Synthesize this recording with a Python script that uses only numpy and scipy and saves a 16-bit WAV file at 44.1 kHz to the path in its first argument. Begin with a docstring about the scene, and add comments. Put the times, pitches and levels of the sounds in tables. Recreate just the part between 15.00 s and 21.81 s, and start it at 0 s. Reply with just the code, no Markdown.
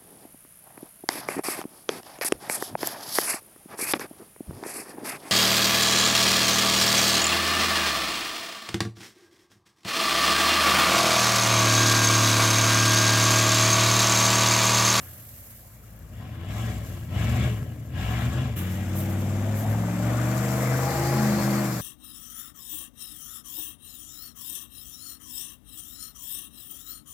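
"""A V8 pickup in a slushy lot between buildings, on a stereo pair of microphones, from two positions.
First, from behind, it rolls away and drops to a loping idle; crusted snow ticks close by.
Three stabs of throttle follow: the exhaust booms and rasps off the walls and the tyres fling slush.
From 3.56 s we stand in front. It comes on with the revs climbing, the rear wheels break loose,
and it swings side-on about ten metres from the microphones, roaring and throwing spray."""
import sys
import numpy as np
from scipy import signal
from scipy.fft import rfft, irfft, next_fast_len
from scipy.io import wavfile
from scipy.ndimage import uniform_filter1d

SR = 44100
rng = np.random.default_rng(int(sys.argv[2]) if len(sys.argv) > 2 else 0)


def unload_wav(signal):
    """Save mono or channel-first audio to the path in sys.argv[1] as 16-bit WAV at rate SR, clipped to [-1, 1]."""
    wavfile.write(
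        sys.argv[1],
        SR,
        np.round(np.clip(np.atleast_2d(signal).T, -1, 1) * 32767).astype(np.int16),
    )


N = 300321
T = np.arange(N) / SR

FRONT_FROM_S = 3.562  # the listening position moves from behind the truck to in front
# Engine speed counts four-stroke cycles a second; an order is a multiple of it, 8 the firing note.
IDLE_HZ, START_HZ, TOP_HZ = 10.6, 19, 26.3
OPEN_S, SHUT_S, FLYWHEEL_S = 0.11, 0.16, 0.27  # throttle opening, shutting; lag of the speed
PULL_S, PULL_RISE_S = 0.7, 0.5  # the engine takes up the truck's weight
SPIN_S, SPIN_RISE_S = 4.84, 0.64  # the rear wheels break loose
NEAREST_S, NEAREST_M, TRUCK_M_PER_S = 6.15, 9.56, 9

# Pedal, from behind: press_s, lift_s, opening (0-1), target_hz, extra_exhaust_db, extra_bass_db
REAR_PEDAL = [(-0.2, 0.017, 0.45, 18, -0.5, 0), (1.1, 1.467, 0.43, 20.4, -2.5, 0),
              (1.4, 1.72, 0.77, 26.7, 1, -4), (1.7, 1.982, 0.42, 14.1, -1.5, 2),
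              (2.055, 2.47, 0.97, 28.3, 4, -15), (2.88, 3.23, 0.99, 28.5, 0.5, 0.5),
              (3.15, 3.45, 0.81, 27.9, 1.5, -1)]
# Pedal, from the front: press_s, lift_s, opening (0-1)
FRONT_PEDAL = [(3.88, 5.1, 0.45), (4.95, 6.62, 0.79)]
# Engine speed, from the front: time_s, speed_hz
FRONT_SPEED = [(3.58, 18.1), (3.82, 18.7), (3.91, 19), (4.0, 19.2), (4.31, 19.7), (4.51, 20.7),
               (4.88, 22.2), (5.39, 24.7), (5.62, 25.3), (6.16, 26.8), (6.45, 25.4), (6.6, 25.8),
               (6.66, 25.2), (6.81, 23.7)]
# Angle to the microphones: time_s, heading (0 head-on, 1 three-quarter, 2 and over side-on)
HEADING = [(3.6, 0.13), (4.3, 0.19), (5.0, 0.8), (5.7, 0.99), (6.15, 2.66), (6.8, 2.2)]
# Exhaust note from behind: order, idle_db, loaded_db
REAR_ORDERS = [(2, -39, -46), (3, -44, -3.5), (4, -28, -15), (5, 5.5, -3.5), (6, -22, -22), (7, 3.5, -16),
               (8, -1, -14), (9, -0.5, -18.5), (10, -0.5, -15.5), (11, -11, -35), (12, -12, -54),
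               (13, -7, -24.5), (14, -11, -28), (15, -15, -28), (16, -11.5, -54), (17, -27, -35),
               (18, -25.5, -29), (19, -7, -52), (20, -18, -33.5)]
# Exhaust note as the truck turns: order, head_on_db, three_quarter_db, side_on_db
FRONT_ORDERS = [(3,-41,-9.5,-25),(4,-22,-21,-38),(5,-4.5,4.5,-8.5),(6,-16.5,-19,-18),(7,-10.5,-15,-15),(9,-21,-21.5,-16.5),(10,-6.5,-15,-26),(11,-32,-15.5,-13.5),(12,-11.5,-44,-29),(13,-21.5,-14,-15.5),(14,-34,-20,-19),(15,-23,-37,-21),(16,-29.5,-31,-31),(17,-16.5,-30,-30),(18,-21.5,-32,-14),(19,-28,-18.5,-20),(20,-35,-28,-19),(21,-34,-30,-22),(22,-20,-24,-12),(23,-34,-32,-21),(24,-26,-21,-9),(25,-31,-20,-24),(26,-22,-5,-15),(27,-20,-33.5,-32),(28,-22,-32,-37),(29,-25,-19,-21),(30,-18,-24,-14.5),(32,-12.5,-38,-31),(33,-17,-24,-38)]
# Exhaust boom, from the front: time_s, level_db
FRONT_BOOM = [(3.6, -30), (4.53, -26), (4.63, -29), (4.7, -23), (4.96, -32), (5.07, -24.5), (5.58, -28),
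              (5.74, -24), (5.95, -29.5), (6.08, -25), (6.76, -31), (6.81, -36)]
# Single orders that ring out as the truck turns: start_s, end_s, level_db, order
TURNING_SWELLS = [(4.7, 5.02, -30.5, 8), (4.9, 5.24, -42.5, 13), (5.2, 5.679, -33, 8),
                  (5.35, 5.95, -42.5, 19), (5.448, 6.25, -42.5, 18), (5.9, 6.169, -34, 13),
                  (6.1, 6.342, -24.5, 8), (6.28, 6.6, -35, 13), (6.415, 6.607, -29.5, 8)]
# The engine's belt drive: start_s, end_s, level_db, order
BELT_WHINE = [(5.75, 6.196, -36, 31)]
# Standing waves in the exhaust: pitch_hz, width_hz, gain_db
PIPE_RESONANCES = [(35, 35, -6), (60.4, 23, 1.5), (110.5, 28, 5), (235, 48, 6), (335, 18, 7), (370, 50, -3),
                   (428, 15, 9.5), (620, 18, 4.5), (743, 62, 6), (1027, 19, 12), (1103, 65, 8),
                   (1317, 20, 11), (1656, 77, 8.5), (1903, 12, 9.5), (2260, 42, 5), (2796, 24, 8.5),
                   (2933, 54, 6), (3380, 27, 8.5)]
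# Slush off the spinning wheels, from behind: start_s, end_s, splatter_db, spray_db
FLINGS = [(1.438, 1.74, -54, -55.5), (1.751, 1.923, -57.5, -55.5), (2.09, 2.447, -51, -53),
          (2.926, 3.26, -53, -53.5), (3.199, 3.42, -54.5, -62)]
# Bursts of fine spray, from the front: start_s, end_s, level_db
SPLASHES = [(3.531, 3.592, -42.5), (3.693, 3.73, -52), (3.94, 4.004, -41.5), (4.082, 4.115, -50),
            (4.175, 4.208, -54), (4.546, 4.61, -44.5), (4.67, 4.712, -52)]
# Crusted snow close to the microphones: start_s, level_db
ICE_TICKS = [(0.9627, -47), (0.9917, -42), (1.1265, -56)]

# Noise colours of engine and exhaust: frequency_hz, relative_db
BURBLE_COLOUR = [(40, -49), (60, -17), (100, 0.5), (160, -13.5), (240, -15), (400, -25), (600, -17),
                 (1000, -62)]
RASP_COLOUR = [(260, -28), (450, -9), (616, 0), (770, -3.5), (900, -9), (1110, -8.5), (1670, -7),
               (2100, -6), (2840, -6.5), (3600, -10), (4200, -18), (5500, -21), (7500, -49)]
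FAR_RASP_COLOUR = [(1200, -27), (2200, 2), (3000, 1.5), (3700, 0.5), (4300, -21), (6000, -37)]
ROAR_COLOUR = [(120, -17), (240, 0.5), (330, -11), (410, -12.5), (490, 0), (720, 3), (900, -3), (1150, -2),
               (1600, -22), (3000, -42)]
DYING_RASP_COLOUR = [(900, -25), (1600, -0.5), (3000, 1), (3900, -5), (4600, -22)]
# Noise colours of tyres, snow and the lot: frequency_hz, relative_db
RUSH_COLOUR = [(500, -6.5), (900, -7.5), (1150, -2), (1500, -2), (2000, -4), (2400, -8), (3000, -20.5),
               (4000, -32)]
SCRUB_COLOUR = [(3300, -24), (4300, -3), (5300, -5), (7000, -16)]
SPLATTER_COLOUR = [(2500, -19), (3700, -6.5), (4400, -5), (5500, -2.5), (6500, -0.5), (7600, 2.5),
                   (8600, -8), (10000, -8.5), (13000, -33)]
SPRAY_COLOUR = [(5000, -18.5), (8500, -11.5), (9860, -9.5), (11600, -2.5), (13700, -2), (14500, -3.5),
                (16600, -15.5)]
ICE_COLOUR = [(2000, -20), (5000, -8), (13000, 9), (16000, 3)]
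YARD_COLOUR = [(150, -25), (250, -4.5), (320, -1), (400, -16), (520, -4.5), (660, -7), (900, -13),
               (1200, -9.5), (2200, -14), (3000, -30.5), (4000, -56), (6500, -55)]
RUMBLE_COLOUR = [(15, -21), (35, -25), (70, 23), (200, -22), (400, -31.5)]

# Gains from behind: idle_db, then what is added: pulling_db, full_throttle_db, top_speed_db
REAR_BOOM = (-51.5, 11.5, 7, 6.5)
REAR_BARK = (-59.5, 12.5, 7, 5.5)
REAR_RASP = (-67, 4.5, 23, 3)
# Gains in front, before each layer's trim: coasting_db, full_throttle_db, wheelspin_db, db_per_near_db
FRONT_BARK = (-38.5, 6, -3, -0.5)
FRONT_ROAR = (-40, 10, -2.5, 0.95)
FRONT_RASP = (-58, 11.5, -1.5, 0.06)
FRONT_RUSH = (-44.5, 6.5, 1.5, 1.06)
FRONT_SPLATTER = (-49.5, 1.5, 4.5, 0.65)
FRONT_SPRAY = (-50, -2, 7, 0.7)

# How alike the two microphones hear noise: frequency_hz, likeness (clipped to 0-1)
MIC_LIKENESS = [(25, -13), (70, 1), (120, 1.05), (240, 0.8), (480, 1), (950, 0.45), (1900, 1.04),
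                (3800, -0.14), (7500, .02)]
# Balance of the pair at each position: frequency_hz, left_minus_right_db
REAR_BALANCE = [(60, 3.5), (120, 1.5), (240, 1.5), (480, 4), (950, 5), (1890, 10), (3770, -1.5), (7520, 5),
                (15000, -5.5)]
FRONT_BALANCE = [(60, 2), (99, 1.5), (160, 1), (270, 1.5), (450, 3.0), (740, 3), (1220, 8), (2010, 10.5),
                 (3330, -2), (5500, 5), (9080, 3), (15000, -4)]
# Phase across the pair: frequency_hz, left_lead_rad
MIC_LEAD = [(60, -0.14), (400, 0.44), (860, 0.11), (1600, -0.81), (2800, -1.27), (5000, 0.11)]


def truck_from_behind(speed_hz, turns):
    """Pulling away from the microphones: boom, pipe rasp and slush rise with each stab of throttle."""
    throttle = pedal(REAR_PEDAL)
    revs = (speed_hz - IDLE_HZ) / (TOP_HZ - IDLE_HZ)
    controls = ramp(PULL_S, PULL_RISE_S), throttle, revs
    exhaust = rear_exhaust(speed_hz, turns, throttle, controls)
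    return exhaust + rear_rasp(turns, controls) + rear_slush()


def truck_from_front(turns):
    """Coming up to the microphones and turning: drone, belt whine, roar and spinning tyres."""
    distance_m = np.hypot(NEAREST_M, TRUCK_M_PER_S * (T - NEAREST_S))
    near_db = 20 * np.log10(NEAREST_M / distance_m)
    controls = pedal(FRONT_PEDAL), ramp(SPIN_S, SPIN_RISE_S), near_db
    heading = over_time(HEADING)
    return (front_exhaust(turns, heading, controls)
            + ringing_orders(turns, TURNING_SWELLS, shake=0.054)
            + ringing_orders(turns, BELT_WHINE, shake=0.14)
            + engine_roar(turns, near_db, controls)
            + tyre_rush(turns, controls)
            + front_rasp(turns, controls)
            + tyre_scrub(heading, controls)
            + front_slush(controls))


def crank(jitter_cycles=0.0031):
    """Engine speed and cycles turned: the flywheel lags the pedal, and uneven burning jogs the shaft."""
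    push_hz = np.max([(target_hz - IDLE_HZ) * (T >= press) * (T < lift)
                      for press, lift, _, target_hz, *_ in REAR_PEDAL], 0)
    inertia = np.exp(-1 / (FLYWHEEL_S * SR))
    over_idle_hz, _ = signal.lfilter([1 - inertia], [1, -inertia], push_hz, zi=[START_HZ - IDLE_HZ])
    speed_hz = np.where(T < FRONT_FROM_S, IDLE_HZ + over_idle_hz, over_time(FRONT_SPEED))
    return speed_hz, np.cumsum(speed_hz) / SR + jitter_cycles * wander(30)


def pedal(presses):
    """Throttle opening, 0-1; where presses overlap the deepest counts."""
    return np.max([opening * held(press, lift, OPEN_S, SHUT_S)
                   for press, lift, opening, *_ in presses], 0)


def rear_exhaust(speed_hz, turns, throttle, controls):
    """Tailpipe towards us: a burbling boom and bark, the note thrown back by garage and house walls."""
    load = np.clip((speed_hz - 13) / 8, 0, 1)
    note = exhaust_note(turns, REAR_ORDERS, load, rough=0.17, rough_rise=0.017, flutter_hz=21.945)
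    # with the throttle shut at high revs the charge burns raggedly
    ragged = 0.25 + 1.1 * load * np.clip(1 - throttle / 0.7, 0, 1)
    burble = ragged * noise(BURBLE_COLOUR, patchy_db=1) * puffs(turns, depth=0.62, sharpness=2.5)
    piped = pipe(echoes(steadied(note), t60_s=1, wet_db=-6.5) + burble)
    low, bark = split(piped, edge_hz=140)
    bass, boom = split(low, edge_hz=69)
    extra_db, bass_db = sum(np.outer(extras_db, held(press, lift, OPEN_S, SHUT_S))
                            for press, lift, _, _, *extras_db in REAR_PEDAL)
    boom = gain(REAR_BOOM, controls) * steadied(boom + amp(bass_db) * bass)
    bark = gain(REAR_BARK, controls) * steadied(bark)
    return amp(extra_db) * (boom + bark)


def front_exhaust(turns, heading, controls):
    """The exhaust from the front: boom, bark and snarl, changing colour as the truck turns."""
    note = exhaust_note(turns, FRONT_ORDERS, heading, rough=0.17, rough_rise=0.0023, flutter_hz=20)
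    boom, upper = split(echoes(note, t60_s=0.66, wet_db=-7.5), edge_hz=158)
    bark, snarl = split(upper, edge_hz=390)
    return (amp(over_time(FRONT_BOOM)) * steadied(boom)
            + gain(FRONT_BARK, controls) * steadied(bark)
            + amp(-4) * gain(FRONT_ROAR, controls) * steadied(snarl))


def exhaust_note(turns, orders, blend, rough, rough_rise, flutter_hz):
    """Multiples of the engine cycle, blended between level columns; the high ones shake most."""
    note = np.zeros(N)
    for order, *levels_db in orders:
        angle = 2 * np.pi * (order * turns + rng.random())
        shake = rough + rough_rise * order
        partial = (1 + shake * wander(flutter_hz)) * np.cos(angle)
        partial += shake * wander(flutter_hz) * np.sin(angle)
        strength = np.interp(blend, np.arange(len(levels_db)), amp(levels_db))
        note += strength * partial / np.sqrt(1 + 2 * shake ** 2)
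    return note


def puffs(turns, depth, sharpness):
    """Gas leaves in bursts: the nearer bank fires on four unevenly spaced beats of the eight."""
    beats = 8 * turns
    near_bank = np.array([1, 0, 1, 1, 0, 1, 0, 0])[beats.astype(int) % 8]
    burst = (0.5 + near_bank) * np.exp(-sharpness * (beats % 1))
    return unit(1 + depth * burst / burst.mean())


def pipe(x):
    """The exhaust system's resonances colour whatever passes through."""
    return shaped(x, lambda hz: amp(sum(db / (1 + (2 * (hz - pitch_hz) / width_hz) ** 2)
                                        for pitch_hz, width_hz, db in PIPE_RESONANCES)))


def rear_rasp(turns, controls):
    """Puffs of gas rasp through the pipe, straight at the microphones."""
    gas = noise(RASP_COLOUR, patchy_db=2) * puffs(turns, depth=0.18, sharpness=1.554)
    return gain(REAR_RASP, controls) * unit(pipe(gas))


def front_rasp(turns, controls):
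    """Thin rasp from the far end of the truck, and pipe rasp dying away after the last stab."""
    far = gain(FRONT_RASP, controls) * noise(FAR_RASP_COLOUR, patchy_db=1)
    dying = amp(4.8) * slide_tail() * unit(pipe(noise(DYING_RASP_COLOUR, patchy_db=0.5)))
    return (far + dying) * puffs(turns, depth=0.24, sharpness=1.7)


def engine_roar(turns, near_db, controls):
    """Noise that pulses with the firing and throbs once a cycle; its top opens as the truck nears."""
    throb = 1 + 0.24 * np.cos(2 * np.pi * turns)
    roar = noise(ROAR_COLOUR, patchy_db=1.8) * puffs(turns, depth=0.7, sharpness=0.96)
    growl, top = split(amp(-2) * gain(FRONT_ROAR, controls) * throb * roar, edge_hz=1000)
    return amp(1.46) * growl + amp(2.5 + 1.3 * near_db) * top


def ringing_orders(turns, swells, shake):
    """Single tones that follow the engine speed, swelling and fading."""
    tones = sum(amp(db) * held(start, end, attack_s=0.11, release_s=0.14)
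                * np.cos(2 * np.pi * order * turns) for start, end, db, order in swells)
    return np.sqrt(2) * (1 + shake * wander(25)) * tones


def tyre_rush(turns, controls):
    """Tyre hiss, pulsing faintly with the engine: one slide dies away, then the approach builds."""
    strength = np.hypot(amp(1.5) * gain(FRONT_RUSH, controls), amp(3.5) * slide_tail())
    return strength * noise(RUSH_COLOUR, patchy_db=1.7) * puffs(turns, depth=0.098, sharpness=0.93)


def tyre_scrub(heading, controls):
    """The wheels dig into the wet track as the truck swings round."""
    swing = np.clip(heading - 0.8, 0, 1)
    return amp(-8) * gain(FRONT_RUSH, controls) * swing * noise(SCRUB_COLOUR, patchy_db=3)


def slide_tail():
    """Gain dying away after the slide on the last stab of throttle."""
    return settling(-44.5, hold_s=3.35, fall_db_per_s=23.4)


def rear_slush():
    """From behind: airborne slush patters down, the tyres roll on, and each stab flings more."""
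    flung_coarse = np.max([amp(db) * held(start, end, attack_s=0.12, release_s=0.12)
                           for start, end, db, _ in FLINGS], 0)
    flung_fine = np.max([amp(db) * held(start, end, attack_s=0.12, release_s=0.22)
                         for start, end, _, db in FLINGS], 0)
    falling_coarse = settling(-66, hold_s=0.45, fall_db_per_s=24)
    falling_fine = settling(-50.5, hold_s=0.5, fall_db_per_s=29)
    rolling_coarse, rolling_fine = amp(-67.5), amp(-65)
    coarse = np.sqrt(flung_coarse ** 2 + falling_coarse ** 2 + rolling_coarse ** 2)
    fine = np.sqrt(flung_fine ** 2 + falling_fine ** 2 + rolling_fine ** 2)
    return slush(coarse, fine, drops_db=-4)


def front_slush(controls):
    """From the front: short splashes, then a stream thrown by the spinning wheels."""
    splashes = sum(amp(db) * held(start, end, attack_s=0.031, release_s=0.051)
                   for start, end, db in SPLASHES)
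    coarse = np.hypot(gain(FRONT_SPLATTER, controls), amp(-16) * splashes)
    fine = np.hypot(gain(FRONT_SPRAY, controls), splashes)
    return slush(coarse, fine, drops_db=-5.5)


def slush(coarse, fine, drops_db):
    """Wet snow flung by the tyres: a hiss with separate drops in it, arriving in clumps."""
    clumps = amp(wander(110))
    splatter = noise(SPLATTER_COLOUR, patchy_db=1.5)
    splatter += amp(drops_db - 0.5) * droplets(SPLATTER_COLOUR, per_s=2800, spread_db=3)
    spray = noise(SPRAY_COLOUR, patchy_db=1.5)
    spray += amp(drops_db) * droplets(SPRAY_COLOUR, per_s=2000, spread_db=1.5)
    return clumps * (coarse * unit(splatter) + fine * unit(spray))


def droplets(colour, per_s, spread_db):
    """Tiny impacts of unequal size, scattered between left and right."""
    sizes = amp(spread_db * np.minimum(rng.exponential(1, N), 4))
    lands = rng.random(N) < per_s / SR
    impacts = sizes * lands * rng.standard_normal((2, N))
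    return unit(shaped(impacts, lambda hz: amp(over_frequency(colour, hz))))


def ice_ticks(decay_s=0.0016):
    """Short bright snaps of crusted snow close by."""
    envelope = sum(amp(db) * (T >= start) * np.exp(-abs(T - start) / decay_s) for start, db in ICE_TICKS)
    return envelope * noise(ICE_COLOUR, patchy_db=8)


def echoes(x, t60_s, wet_db):
    """Adds scattered returns from walls, parked cars and trees."""
    delay_s = np.arange(SR // 2) / SR
    taps = rng.standard_normal(len(delay_s)) * (rng.random(len(delay_s)) < 0.03)
    taps *= (delay_s > 0.025) * amp(-60 * delay_s / t60_s)
    return x + amp(wet_db) * signal.fftconvolve(x, taps / np.linalg.norm(taps))[:N]


def yard_air():
    """Faint midrange wash of the lot at the first position."""
    return amp(-57 - 4) * noise(YARD_COLOUR, patchy_db=2.2)


def outdoor_rumble():
    """Steady low rumble under both positions."""
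    return amp(-60.5) * noise(RUMBLE_COLOUR, patchy_db=0)


def microphone_pair(x, balance):
    """Each frequency reaches the two microphones with its own level and delay."""
    def response(hz):
        ratio = amp(over_frequency(balance, hz))
        lead = np.exp(0.5j * over_frequency(MIC_LEAD, hz))
        return 2 * np.array([ratio * lead, 1 / lead]) / (1 + ratio)
    return shaped(x, response)


def noise(colour, patchy_db):
    """Coloured noise with drifting patches, partly alike in the two microphones."""
    frames, hz = N // 256 + 5, np.fft.rfftfreq(1024, 1 / SR)
    draws = rng.standard_normal((5, frames, len(hz)), dtype=np.float32)
    left, unrelated = draws[0] + 1j * draws[1], draws[2] + 1j * draws[3]
    patches = uniform_filter1d(uniform_filter1d(draws[4], 7, axis=0), 14, axis=1)
    likeness = np.clip(over_frequency(MIC_LIKENESS, hz), 0, 1)
    right = likeness * left + np.sqrt(1 - likeness ** 2) * unrelated
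    level_db = over_frequency(colour, hz) + patchy_db * patches / patches.std()
    spectra = np.array([left, right]) * amp(level_db)
    _, sound = signal.istft(spectra.swapaxes(1, 2), nperseg=1024, noverlap=768)
    return unit(sound[:, :N])


def amp(db):
    """Decibels to amplitude."""
    return 10 ** (np.asarray(db) / 20)


def gain(levels_db, controls):
    """Amplitude from a resting level plus the decibels each control adds."""
    return amp(levels_db[0] + sum(db * control for db, control in zip(levels_db[1:], controls)))


def unit(x):
    """Scales a sound so that the mean of its channels has rms 1."""
    return x / np.sqrt(np.mean(np.atleast_2d(x).mean(0) ** 2) + 1e-20)


def steadied(x, window=5000):
    """Evens out the slow swell of a sound, leaving its throb."""
    power = uniform_filter1d(uniform_filter1d(x ** 2, window), window // 2)
    return x / np.sqrt(abs(power) + 1e-12)


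def over_time(points):
    """A timed table, sample by sample."""
    return np.interp(T, *np.transpose(points))


def over_frequency(points, hz):
    """A table read on a log-frequency axis."""
    points_hz, values = np.transpose(points)
    return np.interp(np.log(hz + 1), np.log(points_hz + 1), values)


def shaped(x, response):
    """Filters x by a function of frequency."""
    size = next_fast_len(N + 4096)
    return irfft(rfft(x, size) * response(np.fft.rfftfreq(size, 1 / SR)), size)[..., :N]


def split(x, edge_hz):
    """The parts of a sound below and above a frequency."""
    low = shaped(x, lambda hz: 1 / (1 + (hz / edge_hz) ** 16))
    return low, x - low


def wander(rate_hz):
    """Random drift of about unit size."""
    return 1.2 * np.interp(T * rate_hz, np.arange(4000), rng.standard_normal(4000))


def ramp(start_s, rise_s):
    """Climbs from 0 to 1 and stays there."""
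    return np.clip((T - start_s) / rise_s, 0, 1)


def held(start_s, end_s, attack_s, release_s):
    """Attack, hold and dying release."""
    return ramp(start_s, attack_s) * np.exp(-np.maximum(T - end_s, 0) / release_s)


def settling(level_db, hold_s, fall_db_per_s):
    """A gain that holds, then dies away steadily."""
    return amp(level_db - fall_db_per_s * np.maximum(T - hold_s, 0))


def scene():
    """The truck from behind, then from the front, with ice ticks and a low outdoor rumble."""
    speed_hz, turns = crank()
    behind = microphone_pair(truck_from_behind(speed_hz, turns) + yard_air(), REAR_BALANCE)
    front = microphone_pair(truck_from_front(turns), FRONT_BALANCE)
    in_front = np.clip((T - FRONT_FROM_S) / 0.012 + 0.5, 0, 1)  # 12 ms crossfade
    return (1 - in_front) * behind + in_front * front + ice_ticks() + outdoor_rumble()


def record(dry):
    """The recorder's band limit."""
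    lowpass = signal.firwin(511, cutoff=16720, window=("kaiser", 9), fs=SR)
    return signal.oaconvolve(dry, lowpass[None], "same")


dry = scene()
out = record(dry)
unload_wav(out)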